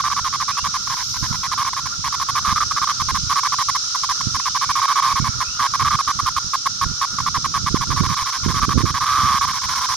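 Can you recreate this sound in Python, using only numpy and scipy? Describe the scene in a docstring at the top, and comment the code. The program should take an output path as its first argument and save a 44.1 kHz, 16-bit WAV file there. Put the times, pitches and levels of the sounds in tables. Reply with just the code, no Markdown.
"""Short rasping squawks, right at the microphone: a periodical cicada held between finger and thumb.
Each buzz is a run of tymbal pulses: the ribs buckle one after another, click, and pump the hollow abdomen.
Farther off, its brood hisses and drones in the trees around the deck, a distant bird whistles and a small
insect sizzles once on the lawn. Gusts buffet the microphone, mostly at its right port."""
import sys
import numpy as np
from scipy import signal
from scipy.fft import rfft, irfft
from scipy.io import wavfile

SR = 44100
rng = np.random.default_rng(int(sys.argv[2]) if len(sys.argv) > 2 else 0)


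def int16_out(signal):
    """Quantize to a 16-bit WAV file."""
    q = np.round(np.clip(np.atleast_2d(signal).T, -1, 1) * 32767)
    wavfile.write(sys.argv[1], SR, q.astype(np.int16))


N = 439236
TIME = np.arange(N) / SR

# Squawks of the held cicada. Each row: start in seconds, length in seconds.
BUZZES = [(0.0, 0.013), (0.038, 0.048), (0.1, 0.036), (0.164, 0.034), (0.245, 0.039), (0.327, 0.035),
          (0.4, 0.033), (0.48, 0.036), (0.569, 0.029), (0.641, 0.036), (0.74, 0.032), (0.872, 0.0085),
          (0.897, 0.048), (0.968, 0.063), (1.141, 0.032), (1.226, 0.039), (1.325, 0.033), (1.431, 0.039),
          (1.515, 0.028), (1.576, 0.057), (1.647, 0.046), (1.73, 0.009), (1.764, 0.035), (1.855, 0.018),
          (2.04, 0.045), (2.124, 0.03), (2.198, 0.036), (2.286, 0.02), (2.352, 0.043), (2.447, 0.085),
          (2.559, 0.027), (2.604, 0.033), (2.709, 0.015), (2.763, 0.026), (2.815, 0.032), (2.872, 0.048),
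          (2.998, 0.026), (3.085, 0.028), (3.145, 0.032), (3.296, 0.038), (3.357, 0.043), (3.432, 0.044),
          (3.521, 0.026), (3.585, 0.045), (3.684, 0.02), (3.748, 0.022), (3.947, 0.016), (4.034, 0.017),
          (4.089, 0.036), (4.206, 0.0063), (4.345, 0.025), (4.396, 0.007), (4.456, 0.031), (4.548, 0.03),
          (4.612, 0.036), (4.691, 0.028), (4.754, 0.049), (4.816, 0.044), (4.879, 0.052), (4.956, 0.048),
          (5.022, 0.11), (5.156, 0.04), (5.242, 0.042), (5.403, 0.03), (5.593, 0.078), (5.736, 0.025),
          (5.795, 0.038), (5.847, 0.043), (5.906, 0.053), (5.988, 0.025), (6.075, 0.042), (6.189, 0.017),
          (6.26, 0.032), (6.363, 0.025), (6.533, 0.025), (6.657, 0.02), (6.812, 0.032), (7.013, 0.04),
          (7.184, 0.026), (7.262, 0.027), (7.344, 0.032), (7.443, 0.022), (7.539, 0.042), (7.662, 0.029),
          (7.748, 0.027), (7.809, 0.033), (7.902, 0.032), (7.962, 0.048), (8.034, 0.035), (8.088, 0.058),
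          (8.166, 0.068), (8.258, 0.045), (8.323, 0.054), (8.433, 0.034), (8.483, 0.043), (8.542, 0.056),
          (8.616, 0.038), (8.69, 0.045), (8.775, 0.048), (8.854, 0.057), (8.941, 0.046), (9.006, 0.043),
          (9.057, 0.33), (9.41, 0.045), (9.471, 0.047), (9.532, 0.056), (9.616, 0.045), (9.685, 0.057),
          (9.751, 0.048), (9.808, 0.052), (9.887, 0.058)]
# Loudness of the squawks as heard, rising and falling, and ducking under the strongest gust.
# Each row: time in seconds, relative level in dB.
SQUAWK_LEVEL = [(0.0, -19.5), (0.88, -22.0), (1.0, -31), (1.34, -27), (1.6, -19.5), (1.86, -25.0),
                (2.62, -16.5), (3.1, -20.5), (3.31, -18.0), (4.36, -21), (5.04, -16), (5.26, -21),
                (5.81, -17.0), (7.2, -17.5), (8.21, -23.0), (8.45, -29.5), (8.63, -16.5), (8.8, -24.5),
                (9.2, -16.5), (9.43, -18.0), (9.56, -26.5), (9.96, -21.0)]
# How it sits in the grip. 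Each row: time in seconds, rib rate in Hz at usual loudness, sizzle gain in dB.
POSTURE = [(0, 1124, -2.5), (2.3, 1112, 2), (2.7, 1186, -3), (3.05, 1102, 2), (5.751, 1096, -0.5),
           (5.95, 1149, -2), (6.299, 1094, 2.5), (7.4, 1097, -1.5), (8.3, 1141, 1.5), (9.25, 1150, 0),
           (9.7, 1103, 4.5)]
# The colour its shell gives the clicks. Each row: frequency in Hz, gain in dB.
SHELL = [(1200, -12), (1550, 10), (1850, 3), (2200, 3.5), (2750, -7.5), (3150, 1.5), (4300, 0), (5800, -10),
         (7600, -13), (8900, -9.5), (10000, -13), (12000, -16.5), (13200, -16), (15500, -27.5)]
# Level of the distant hiss as heard; it ducks briefly under the strongest gust.
# Each row: time in seconds, relative level in dB.
HISS_LEVEL = [(0.0, -29.5), (1.27, -28), (1.5, -30.5), (4.02, -26.5), (5.27, -29.5), (8.63, -29.5),
              (8.76, -31.5), (9.96, -27.5)]
# Spectra of the hissing and the droning species. 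Each row: frequency in Hz, relative density in dB.
HISS = [(1800, -32), (2700, -20), (3200, -15.5), (3900, -7), (4500, -6), (5300, 1), (5800, 2), (6500, -5.5),
        (7200, -15.5), (8700, -21.5), (9800, -32.5), (11800, -33), (15000, -61)]
DRONE = [(200, -17.5), (750, -26), (1100, -11.5), (1270, -1), (1400, 4), (1550, -17), (1750, -18),
         (2600, -38.5)]
# Breeze on the microphone, at first in the open, then in the lee.
# Each row: time in seconds, left and right relative levels in dB.
BREEZE = [(3.5, -42, -39.5), (3.8, -49.5, -44.5)]
# Gusts. Each row: crest in seconds, rise (and fall) time in seconds, left and right relative levels in dB.
GUSTS = [(.17, 0.17, -36, -48), (0.862, 0.71, -50, -38), (1.29, 0.31, -37, -28), (2.52, 0.31, -52, -29.5),
         (3.097, 0.37, -46, -30), (4.293, 0.17, -60, -26.5), (4.698, 0.24, -60, -36),
         (5.237, 0.39, -60, -27.5), (5.861, .25, -36, -29), (6.25, 0.61, -60, -33.5),
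         (6.862, 0.23, -60, -30), (7.378, 0.51, -60, -25.5), (7.92, 0.58, -42, -23), (8.52, .2, -27.5, -19),
         (8.769, 0.31, -32, -14.5), (9.302, 0.51, -60, -29), (9.68, 0.11, -39, -28)]
# Sudden shoves of air on the right port. Each row: time in seconds, relative peak in dB.
BUFFETS = [(1.229, -18.5), (1.312, -17.5), (2.528, -17.5), (4.272, -16.5), (5.202, -15), (6.869, -25),
           (7.745, -7.5), (8.011, -11.5), (8.463, -11), (8.684, -12.5), (8.779, -10)]
# The distant bird. Each row: start and length in seconds, first and last pitch in Hz, level in dB.
WHISTLES = [(0.497, 0.17, 2310, 2870, -42), (4.36, 0.18, 2272, 3013, -45), (4.546, 0.82, 2280, 2250, -43),
            (5.431, 0.17, 2325, 2944, -40)]


def held_cicada(pulse_s=.0086, snap_back_s=.008, membrane_ring_s=.0016, glide=.18, sizzle_hz=6500,
                tone_db=5.0, rib_db=-10.0, snap_db=.3, crackle_db=-15.0, click_follow=.4):
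    """Ribs buckle ever more slowly in a pulse, one click per abdomen cycle; then the tymbal snaps back."""
    abdomen, clicks = np.zeros(N), np.zeros(N)
    along = np.linspace(0, 1, int(pulse_s * SR))
    envelope = np.abs(np.sin(np.pi * along ** .94)) ** .91
    for s, db, rib_hz, phase in tymbal_pulses(pulse_s):
        cycles = phase % 1 + np.cumsum(rib_hz * (1 + glide * (.5 - along))) / SR
        add(abdomen, s, from_db(db + tone_db) * envelope * np.sin(2 * np.pi * cycles))
        ribs_s = np.searchsorted(cycles, np.arange(7)) / SR
        clicks_s = np.append(ribs_s, snap_back_s * (1 + rng.normal() / 20))
        # the clicks come straight off the shell and vary less in level than the abdomen's note
        clicks_db = np.append(np.full(len(ribs_s), rib_db), snap_db) + click_follow * db
        clicks_db += .5 * rng.standard_normal(len(clicks_s))
        samples = np.clip(((s + clicks_s) * SR).astype(int), 0, N - 1)
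        np.add.at(clicks, samples, from_db(clicks_db))
    # the stiff membrane rings on in many close, quickly fading modes, joining the clicks into a rasp
    ring = signal.lfilter([1], [1, -np.exp(-1 / (membrane_ring_s * SR))], clicks + 1e-18)
    crackle = from_db(crackle_db) * ring * rng.standard_normal(N)
    rasp = colour(butter(clicks + crackle, 800, "high"), SHELL)
    # the treble is beamed, so it depends on how the fingers cover the tymbals
    _, sizzle_db = in_time(POSTURE)
    sizzle = butter(rasp, sizzle_hz, "high", order=1)
    return pan(abdomen, right_db=3.0) + pan(rasp - sizzle, right_db=7.0) + sizzle * from_db(sizzle_db)


def tymbal_pulses(pulse_s, gap_s=.0076, jitter_s=.00035, level_spread_db=.92, pitch_spread=.022,
                  sag=.035, hz_per_db=7.0, usual_db=-19.0, slip_cycles=.15, stumble_chance=.06):
    """The two tymbals pull in turn; the ribs buckle faster in louder squawks, and each buzz slackens."""
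    squawk_db, = in_time(SQUAWK_LEVEL)
    rib_hz = in_time(POSTURE)[0] + hz_per_db * (squawk_db - usual_db)
    for start, length in BUZZES:
        span = max(length - pulse_s, 0)
        count = 1 + int(round(span / gap_s))
        stumbles = rng.random() < stumble_chance and 2 < count < 10
        phase, previous_s = 0, start
        for k, (late, loud, sharp, stray) in enumerate(rng.standard_normal((count, 4))):
            if stumbles and k == 1:   # the second tymbal misses its first turn
                continue
            along = k / (count - 1) if count > 1 else .5
            s = start + along * span + (0 < k < count - 1) * jitter_s * late
            now = int(np.clip(s * SR, 0, N - 1))
            hz = rib_hz[now] * (1 + pitch_spread * sharp + sag * (.5 - along))
            # the abdomen is still ringing, so each pulse falls roughly in step with the last
            phase += hz * (s - previous_s) + slip_cycles * stray
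            previous_s = s
            yield s, squawk_db[now] + level_spread_db * loud, hz, phase


def chorus(hiss_gain_db=.36, drone_db=-37.5, flutter_db=.3, waver_db=2.5):
    """Thousands of callers far off in the trees melt into a high hiss over a hollow, wavering drone."""
    hiss_db, = in_time(HISS_LEVEL)
    hiss = rms_one(colour(stereo_noise(likeness=-.067), HISS))
    hiss *= np.sqrt(2) * from_db(hiss_db + hiss_gain_db + flutter_db * drift(24))
    drone = rms_one(colour(stereo_noise(likeness=.35), DRONE))
    drone *= from_db(drone_db + waver_db * drift(7.7))
    return pan(hiss, right_db=2.5) + pan(drone, right_db=1.0)


def wind(left_trim_db=-4.0):
    """Gusts swell and die over a light breeze; the microphone's right port faces them."""
    power = from_db(in_time(BREEZE)) ** 2
    for crest, rise_s, *ports_db in GUSTS:
        swell = np.cos(np.pi / 2 * np.clip((TIME - crest) / rise_s, -1, 1)) ** 4
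        power += np.outer(from_db(ports_db), swell) ** 2
    left_db, right_db = 10 * np.log10(power)
    return np.array([port_wind(left_db + left_trim_db), port_wind(right_db) + buffets()])


def port_wind(gust_db, lump_db=6.0, stall_db=-11.5, floor_hz=52, body_hz=140, edge_hz=340):
    """Lumpy turbulence at one port; the strongest eddies stop growing and reach higher in pitch."""
    level_db = gust_db + lump_db * np.clip(drift(22.3), -2, 2)
    strength = from_db(level_db) / np.hypot(1, from_db(level_db - stall_db))
    body = noise_band(floor_hz, body_hz, top_order=3)
    edge = noise_band(body_hz, edge_hz, top_order=4)
    edge_share = from_db(level_db + 3.5)
    return strength * (body + edge_share * edge) / np.hypot(1, edge_share)


def buffets(gain_db=6.0, full_scale_width_s=.00076, quicken=.45):
    """Each shove of air on the port is one swing of pressure; harder ones are briefer."""
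    shoves = np.zeros(N)
    for s, peak_db in BUFFETS:
        db = peak_db + gain_db
        width_s = full_scale_width_s * from_db(-quicken * db)
        widths = np.linspace(-4, 4, int(8 * width_s * SR))
        swing = widths * np.exp((1 - widths ** 2) / 2)
        add(shoves, s - len(swing) / SR / 2, from_db(db) * swing)
    return shoves


def bird(blur_hz=90):
    """Far whistles rise and level off, or hold; the trees scatter them differently to left and right."""
    pitch, loudness = np.zeros(N), np.zeros(N)
    for s, length, start_hz, end_hz, db in WHISTLES:
        along = np.linspace(0, 1, int(length * SR))
        add(pitch, s, start_hz + (end_hz - start_hz) * np.sin(np.pi / 2 * along))
        add(loudness, s, from_db(db) * np.sqrt(np.abs(np.sin(np.pi * along))))
    scatter = rms_one(butter(rng.standard_normal((2, N)), blur_hz, "low"))
    return loudness * scatter * np.sqrt(2) * np.sin(2 * np.pi * np.cumsum(pitch) / SR)


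def grass_insect(start_s=.73, length_s=.77, pitch_hz=11800, q=12, level_db=-47.0):
    """Out on the lawn, a smaller insect gives one thin, very high sizzle."""
    resonance = signal.iirpeak(pitch_hz, q, fs=SR)
    sizzle = rms_one(signal.lfilter(*resonance, rng.standard_normal((2, N))))
    swell = np.sin(np.pi * np.clip((TIME - start_s) / length_s, 0, 1))
    return from_db(level_db) * sizzle * swell


def from_db(db):
    """Decibels to gain."""
    return 10 ** (np.asarray(db) / 20)


def rms_one(x):
    """Scale to unit rms."""
    return x / np.sqrt(np.mean(x ** 2) + 1e-20)


def in_time(rows):
    """Each column after the time, interpolated at every sample."""
    s, *columns = np.transpose(rows)
    return [np.interp(TIME, s, column) for column in columns]


def add(track, s, sound):
    """Mix a sound into a track at s seconds."""
    i = int(np.clip(s * SR, 0, N))
    track[i:i + len(sound)] += sound[:N - i]


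def butter(x, hz, kind, order=2):
    """Low- or high-pass."""
    return signal.sosfilt(signal.butter(order, hz, kind, fs=SR, output="sos"), x)


def noise_band(low_hz, high_hz, top_order):
    """A band of noise at unit rms."""
    rumble = butter(rng.standard_normal(N), high_hz, "low", top_order)
    return rms_one(butter(rumble, low_hz, "high"))


def drift(hz, hop=40, settle=4000):
    """A slow random wander of unit rms, mostly below hz."""
    pole = np.exp(-2 * np.pi * hz * hop / SR)
    noise = rng.standard_normal(N // hop + settle + 2)
    slow = signal.lfilter([1], [1, -2 * pole, pole ** 2], noise)[settle:]
    return np.interp(np.arange(N) / hop, np.arange(len(slow)), rms_one(slow))


def colour(x, spectrum, size=2048):
    """Causal (minimum-phase) filter that follows a spectrum."""
    hz, db = np.transpose(spectrum)
    grid = np.linspace(1, SR / 2, size // 2 + 1)
    gain = from_db(np.interp(np.log(grid), np.log(hz), db))
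    cepstrum = irfft(np.log(gain))
    cepstrum[1:size // 2] *= 2
    cepstrum[size // 2 + 1:] = 0
    response = irfft(np.exp(rfft(cepstrum)))
    return signal.fftconvolve(x, np.array(response, ndmin=x.ndim), axes=-1)[..., :N]


def stereo_noise(likeness):
    """White noise in two channels whose correlation is likeness."""
    mid, side = rng.standard_normal((2, N))
    return np.sqrt(1 + likeness) * mid + np.sqrt(1 - likeness) * np.array([side, -side])


def pan(x, right_db):
    """Lean a sound to the right."""
    return x * from_db([[-right_db / 2], [right_db / 2]])


def scene():
    """From the deck: the cicada close up, brood, bird and insect far off, wind on the microphone."""
    return held_cicada() + chorus() + bird() + grass_insect() + wind()


def record(dry, notch_hz=7860, notch_q=22, stopband_hz=16200):
    """The camera's microphone has a narrow treble notch, overloads at full scale and cuts the top."""
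    notched = signal.lfilter(*signal.iirnotch(notch_hz, notch_q, fs=SR), dry)
    top_cut = signal.cheby2(16, 70, stopband_hz, fs=SR, output="sos")
    return signal.sosfilt(top_cut, np.clip(notched, -1, 1))


dry = scene()
out = record(dry)
int16_out(out)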